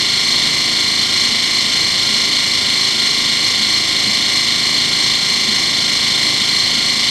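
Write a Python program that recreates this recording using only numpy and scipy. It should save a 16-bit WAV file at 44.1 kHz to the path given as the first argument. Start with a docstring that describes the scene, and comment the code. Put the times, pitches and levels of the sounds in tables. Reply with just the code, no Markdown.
"""A fast metallic knocking that blurs into a whine: a front-loading washing machine at full spin in a tiled kitchen.
A loose part knocks several times every drum turn; decaying sines and shaped noise let the cabinet and room ring on
from tick to tick. Under it the unbalanced drum hums in sines at multiples of its rate, with wandering motor tones.
Filtered noise makes the floor rumble, an uneven panel boom and the rushing air; one phone microphone hears it all."""
import sys
import numpy as np
from scipy import signal
from scipy.fft import rfft, irfft, next_fast_len
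from scipy.io import wavfile
from scipy.ndimage import uniform_filter1d, minimum_filter1d, map_coordinates

SR = 44100
rng = np.random.default_rng(int(sys.argv[2]) if len(sys.argv) > 2 else 0)


def waveform_to_disk(signal):
    """Save audio, clipped to [-1, 1], as 16-bit WAV at the path in sys.argv[1]."""
    frames = np.transpose(np.atleast_2d(signal))
    scaled = np.clip(frames, -1, 1) * 32767
    samples = np.round(scaled).astype(np.int16)
    wavfile.write(sys.argv[1], SR, samples)


N = 313110

DRUM_HZ = 26.915  # turns a second
ROCK_HZ = 3.165  # the tub rocks on its springs

# Dense ringing of panels and walls, also the colour of the clicks: pitch_hz, relative level_db per Hz
PANEL_COLOUR = [(500, -37), (1200, -24), (1450, -22), (1750, -13), (2050, -1.5), (2600, -14.5),
                (3250, -6.5), (3410, -14), (3600, -5), (3830, -6.5), (4200, 0), (4900, -8), (5400, -4.5),
                (5800, -12), (6200, -8), (6800, -17.5), (7400, -12), (7900, -20), (8400, -15),
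                (9400, -17.5), (10200, -30), (11500, -18.5), (12200, -39), (14000, -64)]


def amp(db):
    """Gain of a level in dB."""
    return 10 ** (np.asarray(db) / 20)


def unit(x):
    """x at rms 1."""
    return x / np.sqrt(np.mean(x ** 2) + 1e-20)


def along(points, hz):
    """Reads a curve of (Hz, value) points on a log frequency axis."""
    f, v = np.transpose(points)
    return np.interp(np.log(hz + 1), np.log(f + 1), v)


def wobble(rate):
    """A smooth random curve, rate knots a second."""
    knots = rng.standard_normal(int(N * rate / SR) + 4)
    return map_coordinates(knots, [np.arange(N) * rate / SR])


def filtered(x, response):
    """x shaped by a gain that depends on frequency."""
    m = next_fast_len(len(x) + SR // 2)
    return irfft(rfft(x, m) * response(np.fft.rfftfreq(m, 1 / SR)), m)[:len(x)]


def noise(spectrum):
    """Coloured noise of rms 1."""
    return unit(filtered(rng.standard_normal(N), lambda hz: amp(along(spectrum, hz))))


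def sway(t):
    """Seconds by which the rocking tub, and its slower second motion, delay the drum's round."""
    rock_us, rock_start_s = 151, .0897  # peak lateness; a rising zero
    roll_hz, roll_us, roll_start_s = 2.11, 51, .0839
    rock = rock_us * np.sin(2 * np.pi * ROCK_HZ * (t - rock_start_s))
    roll = roll_us * np.sin(2 * np.pi * roll_hz * (t - roll_start_s))
    return 1e-6 * (rock + roll)


def ticks(lead):
    """One blow per turn, placed between samples; starts early, so the ringing is already full."""
    first_tick_s = .0082
    drift_us, scatter_us = 39, 34  # slow irregular lateness; random lateness of each tick
    size_scatter_db, rock_swell_db = .5, .25  # blows differ at random and with the rocking
    t = first_tick_s + np.arange(-12, int(N / SR * DRUM_HZ)) / DRUM_HZ
    chance = rng.standard_normal((len(t), 2))
    drift = np.interp(t, np.arange(N) / SR, wobble(14))
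    late_us = drift_us * drift + scatter_us * chance[:, 0]
    at = (t + sway(t) + 1e-6 * late_us) * SR + lead
    rocking = np.sin(2 * np.pi * (ROCK_HZ * t + 0.5))
    size = amp(size_scatter_db * chance[:, 1] + rock_swell_db * rocking)
    # a windowed sinc carries each blow to its exact fraction of a sample
    index = np.round(at).astype(int)[:, None] + np.arange(-16, 17)
    off = index - at[:, None]
    pulse = size[:, None] * np.sinc(off) * np.cos(np.pi * off / 34) ** 2
    return np.bincount(index.ravel(), pulse.ravel(), N + lead + 64)[:N + lead]


def chatter(t):
    """The struck part chatters: bright noise clicks of the blow and its rebounds, each dying fast."""
    # Rebounds: start_s after the blow, relative level_db
    rebounds = [(0, -30), (.0025, -37), (.0105, -49), (0.0157, -19), (.0205, -40), (.0285, -42)]
    click_t60_s, click_above_hz = 0.0063, 5500
    shape = sum(amp(db - 60 * np.maximum(t - s, 0) / click_t60_s) * (t >= s) for s, db in rebounds)

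    def colour(hz):
        tilt = amp(along(PANEL_COLOUR, hz) - along(PANEL_COLOUR, 6200))
        return tilt / (1 + (click_above_hz / (hz + 1)) ** 8)

    return filtered(shape * rng.standard_normal(len(t)), colour)


def cabinet_modes(t):
    """Strong modes of the steel cabinet: decaying sines, each rung by one of the contacts in a turn."""
    # Modes: pitch_hz, relative level_db, t60_s, contact (number from 0)
    modes = [(946.5, -41.5, 0.18, 0), (975.5, -45.5, 0.31, 0), (1004.3, -40.5, 0.16, 0),
             (1050, -34, 0.19, 0), (1078.5, -42.5, 0.28, 0), (1130, -40.5, 0.24, 0), (1158, -42, 0.35, 0),
             (1192, -42, 0.34, 1), (1265, -52, 0.12, 0), (1394.5, -44, .75, 0), (1415.6, -45, 0.4, 1),
             (1607, -40.5, 0.29, 2), (1619, -46, 0.32, 2), (1700, -50, 0.27, 0), (1723, -43, 0.31, 0),
             (1743, -44, 0.16, 0), (1805, -43, 0.24, 1), (1860, -42, 0.2, 0), (1886, -30.5, 0.17, 0),
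             (1916, -32, 0.16, 0), (1938, -31, 0.14, 0), (1958, -35.5, 0.15, 0), (2045, -35.5, 0.34, 1),
             (2100, -34, 0.13, 2), (2116, -35.5, 0.24, 0), (2176, -29.5, 0.26, 1), (2261, -25.5, 0.17, 2),
             (2296, -34.5, 0.27, 0), (2330, -56, 0.17, 1), (2400, -36, 0.18, 1), (2420, -41, 0.11, 1),
             (2733, -37.5, 0.17, 0), (2795, -32, 0.24, 0), (2850, -37, 0.22, 0), (2910, -26, 0.15, 0),
             (3030, -35, 0.12, 2), (3110, -32.5, 0.18, 2), (3332, -27.5, 0.29, 1), (3568, -33, 0.14, 0),
             (2931, -31, 0.18, 0), (3142, -33.5, 0.19, 2), (3218, -28.5, 0.25, 1), (3284, -31, 0.24, 0),
             (3367, -23, 0.11, 0), (3490, -30.5, 0.27, 0), (3528, -30.5, 0.34, 0), (3573, -36, 0.34, 0),
             (3655, -32, 0.42, 0), (3650, -40, 0.26, 1), (3734, -30.5, .22, 1), (3920, -33.5, 0.34, 1),
             (3950, -34, 0.28, 2), (4047, -29, 0.13, 2), (4073, -31, .3, 0), (4110, -36, .25, 2),
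             (4144, -25, .3, 2), (4133, -22.5, .28, 1), (4153, -23.5, .28, 1), (4188, -35, .28, 0),
             (4215, -27.5, .28, 2), (4294, -28, .28, 1), (4355, -33, .28, 2), (4380, -29.5, .28, 0),
             (4402, -31, .28, 1), (4432, -30, .28, 2), (4510, -35, 0.22, 2), (4700, -47, 0.18, 1),
             (4550, -33, 0.17, 2), (4630, -49, .2, 2), (4712, -30, 0.1, 1), (4805, -27, 0.13, 1),
             (5190, -41, .2, 0), (5175, -37, 0.33, 1), (5275, -42, 0.47, 0), (5378, -31.5, 0.24, 0),
             (5437, -33, 0.23, 0), (5490, -38, 0.2, 1), (5270, -42, .28, 2), (5620, -28, 0.077, 0),
             (6149, -39, 0.11, 0), (6305, -31.5, 0.063, 0), (7270, -27.5, 0.09, 0)]
    # Contacts in a turn: start_s after the first
    contacts = [0, .0135, .0285]
    attack_s = 0.0041
    since = [np.maximum(t - s, 0) for s in contacts]

    def ring(u, hz, db, t60):
        build_up = 1 - np.exp(-u / attack_s)
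        return amp(db - 60 * u / t60) * np.sin(2 * np.pi * hz * u) * build_up

    return sum(ring(since[round(k)], hz, db, t60) for hz, db, t60, k in modes)


def panel_wash(t):
    """Dense ringing of panels and room: noise that dies by band, evened out and coloured."""
    # Decay of the wash: pitch_hz, t60_s
    wash_t60 = [(700, 0.33), (2000, 0.81), (4000, 0.97), (8000, 0.11)]
    even_hz = 70  # so dense that no band this wide stands out by chance
    hz, frames, z = signal.stft(rng.standard_normal(len(t)), SR, nperseg=256)
    late = np.maximum(frames - .025, 0)  # the panels feed the room for a while before the decay sets in
    z = z * amp(-60 * late / along(wash_t60, hz)[:, None])
    dying = rfft(signal.istft(z, SR, nperseg=256)[1][:len(t)])
    local = uniform_filter1d(np.abs(dying) ** 2, round(even_hz * len(t) / SR))
    even = dying / np.sqrt(np.abs(local) + 1e-20)
    colour = amp(along(PANEL_COLOUR, np.fft.rfftfreq(len(t), 1 / SR)))
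    return irfft(even * colour, len(t))


def ringing():
    """What one turn sets off: cabinet modes in a dense wash that builds up and dies, plus bright clicks."""
    t = np.arange(SR // 2) / SR
    fade = np.clip((t[-1] - t) / .05, 0, 1)
    modes = cabinet_modes(t) * fade
    wash = amp(-34.5) * unit(panel_wash(t) * fade) * (1 - np.exp(-t / 0.0042))
    return modes + wash + chatter(t)


def knocks(train, lead):
    """Short dead knocks inside each turn: rising, quickly damped sines that swell at the tub's rocking rate."""
    # Knocks: start_s after the first contact, pitch_hz at onset, relative level_db, t60_s,
    # swell_db, moment of the swell (share of one rock)
    thuds = [(.0005, 2100, -15.5, .022, 1.5, .5), (.0005, 4630, -15, 0.024, 4, 0.23),
             (.0002, 5405, -16.5, .03, 1.5, 0.96), (.0003, 8150, -24, .03, 2.5, .8),
             (.0003, 7500, -25.5, 0.026, 0.5, .8), (.002, 1112, -26, 0.032, 1, .94),
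             (.002, 3574, -16, 0.025, 3, 0.28), (.0028, 6184, -21.5, 0.024, -0.5, 0.73),
             (.006, 3050, -18, 0.024, 4.5, .3), (.0085, 4595, -17.5, 0.027, 4.5, .3),
             (.009, 3630, -14, 0.023, 4, 0.35), (.009, 6170, -22, 0.04, 0.5, .8),
             (0.0136, 4143, -14, 0.081, 2, 0.82), (.017, 1954, -15.5, .025, 2, 0.65),
             (.0175, 4280, -20, .03, 1, 1), (.017, 2985, -18, 0.037, 1.5, .3),
             (0.0176, 7600, -25, 0.022, 1.5, .8), (.022, 5400, -16, .022, 1, .9),
             (0.0303, 4150, -13, 0.04, 2.5, .8), (0.0297, 6030, -25, 0.028, 3, .8)]
    attack_s, rise = 0.0015, 0.95  # build-up; pitch climbs by twice this share a second
    uneven_db, own_db = 1.1, 2  # harder or softer together, and each on its own
    t, u = np.arange(N) / SR, np.arange(SR // 10) / SR
    total = np.zeros(N)
    for s, hz, db, t60, swell_db, moment in thuds:
        v = np.maximum(u - s, 0)
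        envelope = amp(db - 60 * v / t60) * (1 - np.exp(-v / attack_s))
        thud = envelope * np.sin(2 * np.pi * hz * v * (1 + rise * v))
        rocking = np.cos(2 * np.pi * (ROCK_HZ * t - moment))
        weight_db = swell_db * rocking + own_db * wobble(20)
        total += amp(weight_db) * signal.oaconvolve(train, thud)[lead:lead + N]
    return amp(uneven_db * wobble(16)) * total


def rattle():
    """Every blow of the loose part sets off the ringing of cabinet and kitchen, and the dead knocks."""
    lead = SR // 2
    train = ticks(lead)
    ring = signal.fftconvolve(train, ringing())[lead:lead + N]
    return amp(2.5) * ring + knocks(train, lead)


def hum():
    """The unbalanced drum's orders: sines that follow the rocking, each swelling a little on its own."""
    # Drum orders: multiple of the drum rate, relative level_db
    orders = [(1, -11), (2, -27), (3, -11), (4, -6), (5, -5.5), (6, -5.5), (7, -10.5), (8, -13), (9, 0),
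              (10, -20), (11, -13), (12, -12), (13, -19), (14, -7.5), (15, -12), (16, -19), (17, -24),
              (18, -20), (19, -24), (20, -11), (21, -23), (22, -12), (23, -37), (24, -29), (25, -13),
              (26, -13), (27, -9), (28, -16.5), (29, -9.5), (30, -13.5), (31, -15.5), (32, -33), (33, -24),
              (34, -17), (37, -25)]
    t = np.arange(N) / SR
    angle = DRUM_HZ * (t - sway(t))  # turns
    return sum(amp(db - 36 + 1.2 * wobble(3.135)) * np.sin(2 * np.pi * (k * angle + rng.random()))
               for k, db in orders)


def motor():
    """Tones that do not lock to the drum and waver in pitch and level."""
    # Wavering tones: pitch_hz, level_db (rms, before wavering), wander_hz
    tones = [(291.4, -44, 1.2), (325.2, -44, 1.49), (406, -50.5, 3.79), (436, -50.5, 2.95),
             (474, -56, 2.94), (576, -53.5, 2.11)]

    def tone(hz, wander):
        turns = np.cumsum(hz + wander * wobble(6)) / SR
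        return np.sqrt(2) * np.sin(2 * np.pi * turns)

    return sum(amp(db + 2.3 * wobble(5.5)) * tone(hz, wander) for hz, db, wander in tones)


def rumble():
    """Shaking passed to the floor: low coloured noise of uneven level."""
    # Floor noise: pitch_hz, relative level_db per Hz
    floor_colour = [(20, -16), (60, -11), (100, -1.5), (145, -1.5), (200, 3), (262, -3), (330, -1),
                    (450, -5.5), (600, -6.5), (1000, -9), (1600, -45)]
    return amp(-35.0 + 1.1 * wobble(4.9)) * noise(floor_colour)


def boom():
    """A low panel booms unevenly: resonant noise, with short sine bursts where it swells."""
    # Strongest swells: centre_s, level_db (rms, at the centre)
    bursts = [(0.3, -34), (0.73, -36), (1.34, -33), (2.13, -32), (3.61, -30.5), (4.09, -31), (4.78, -38),
              (5.5, -28), (5.92, -34), (6.43, -31), (6.97, -35)]
    panel_hz, panel_width_hz = 214.8, 16
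    boom_db, uneven_db = -45.5, 4.5
    swell_s = 0.023  # half length of a swell
    t = np.arange(N) / SR

    def resonance(hz):
        return 1 / (1 + ((hz - panel_hz) / panel_width_hz) ** 2)

    panel = unit(filtered(rng.standard_normal(N), resonance))
    swells = np.zeros(N)
    for s, db in bursts:
        pitch, turn = rng.random(2)
        hz = panel_hz + panel_width_hz * (pitch - .5)
        envelope = np.sqrt(2) * amp(db) * np.exp(-((t - s) / swell_s) ** 2 / 2)
        swells += envelope * np.sin(2 * np.pi * (hz * t + turn))
    return amp(boom_db + uneven_db * wobble(9)) * panel + swells


def air():
    """Air dragged round by the drum: coloured noise, almost steady."""
    # Rushing air: pitch_hz, relative level_db per Hz
    air_colour = [(710, -25.5), (1200, -9), (1520, -17), (2220, -6), (2560, -16), (3000, -1), (3830, -6),
                  (4260, -9.5), (4920, -17), (7900, -12.5), (8540, -11), (9750, -82), (10200, -50),
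                  (11800, -40), (13800, -98)]
    return amp(-27.5 + 0.2 * wobble(2.8)) * noise(air_colour)


def scene():
    """All sources at the single microphone, the same on both channels."""
    return np.tile(rattle() + hum() + motor() + rumble() + boom() + air(), (2, 1))


def record(dry):
    """Peaks are held down by a limiter, and nothing above top_hz is kept."""
    ceiling, limit_s = .71, .004  # amplitude; time that sets the look-ahead and release
    top_hz = 13954
    span = round(limit_s * SR)
    need = np.minimum(1, ceiling / (np.abs(dry).max(axis=0) + 1e-9))
    gain = uniform_filter1d(minimum_filter1d(need, 2 * span), span)
    return np.array([filtered(side * gain, lambda hz: hz < top_hz) for side in dry])


dry = scene()
out = record(dry)
waveform_to_disk(out)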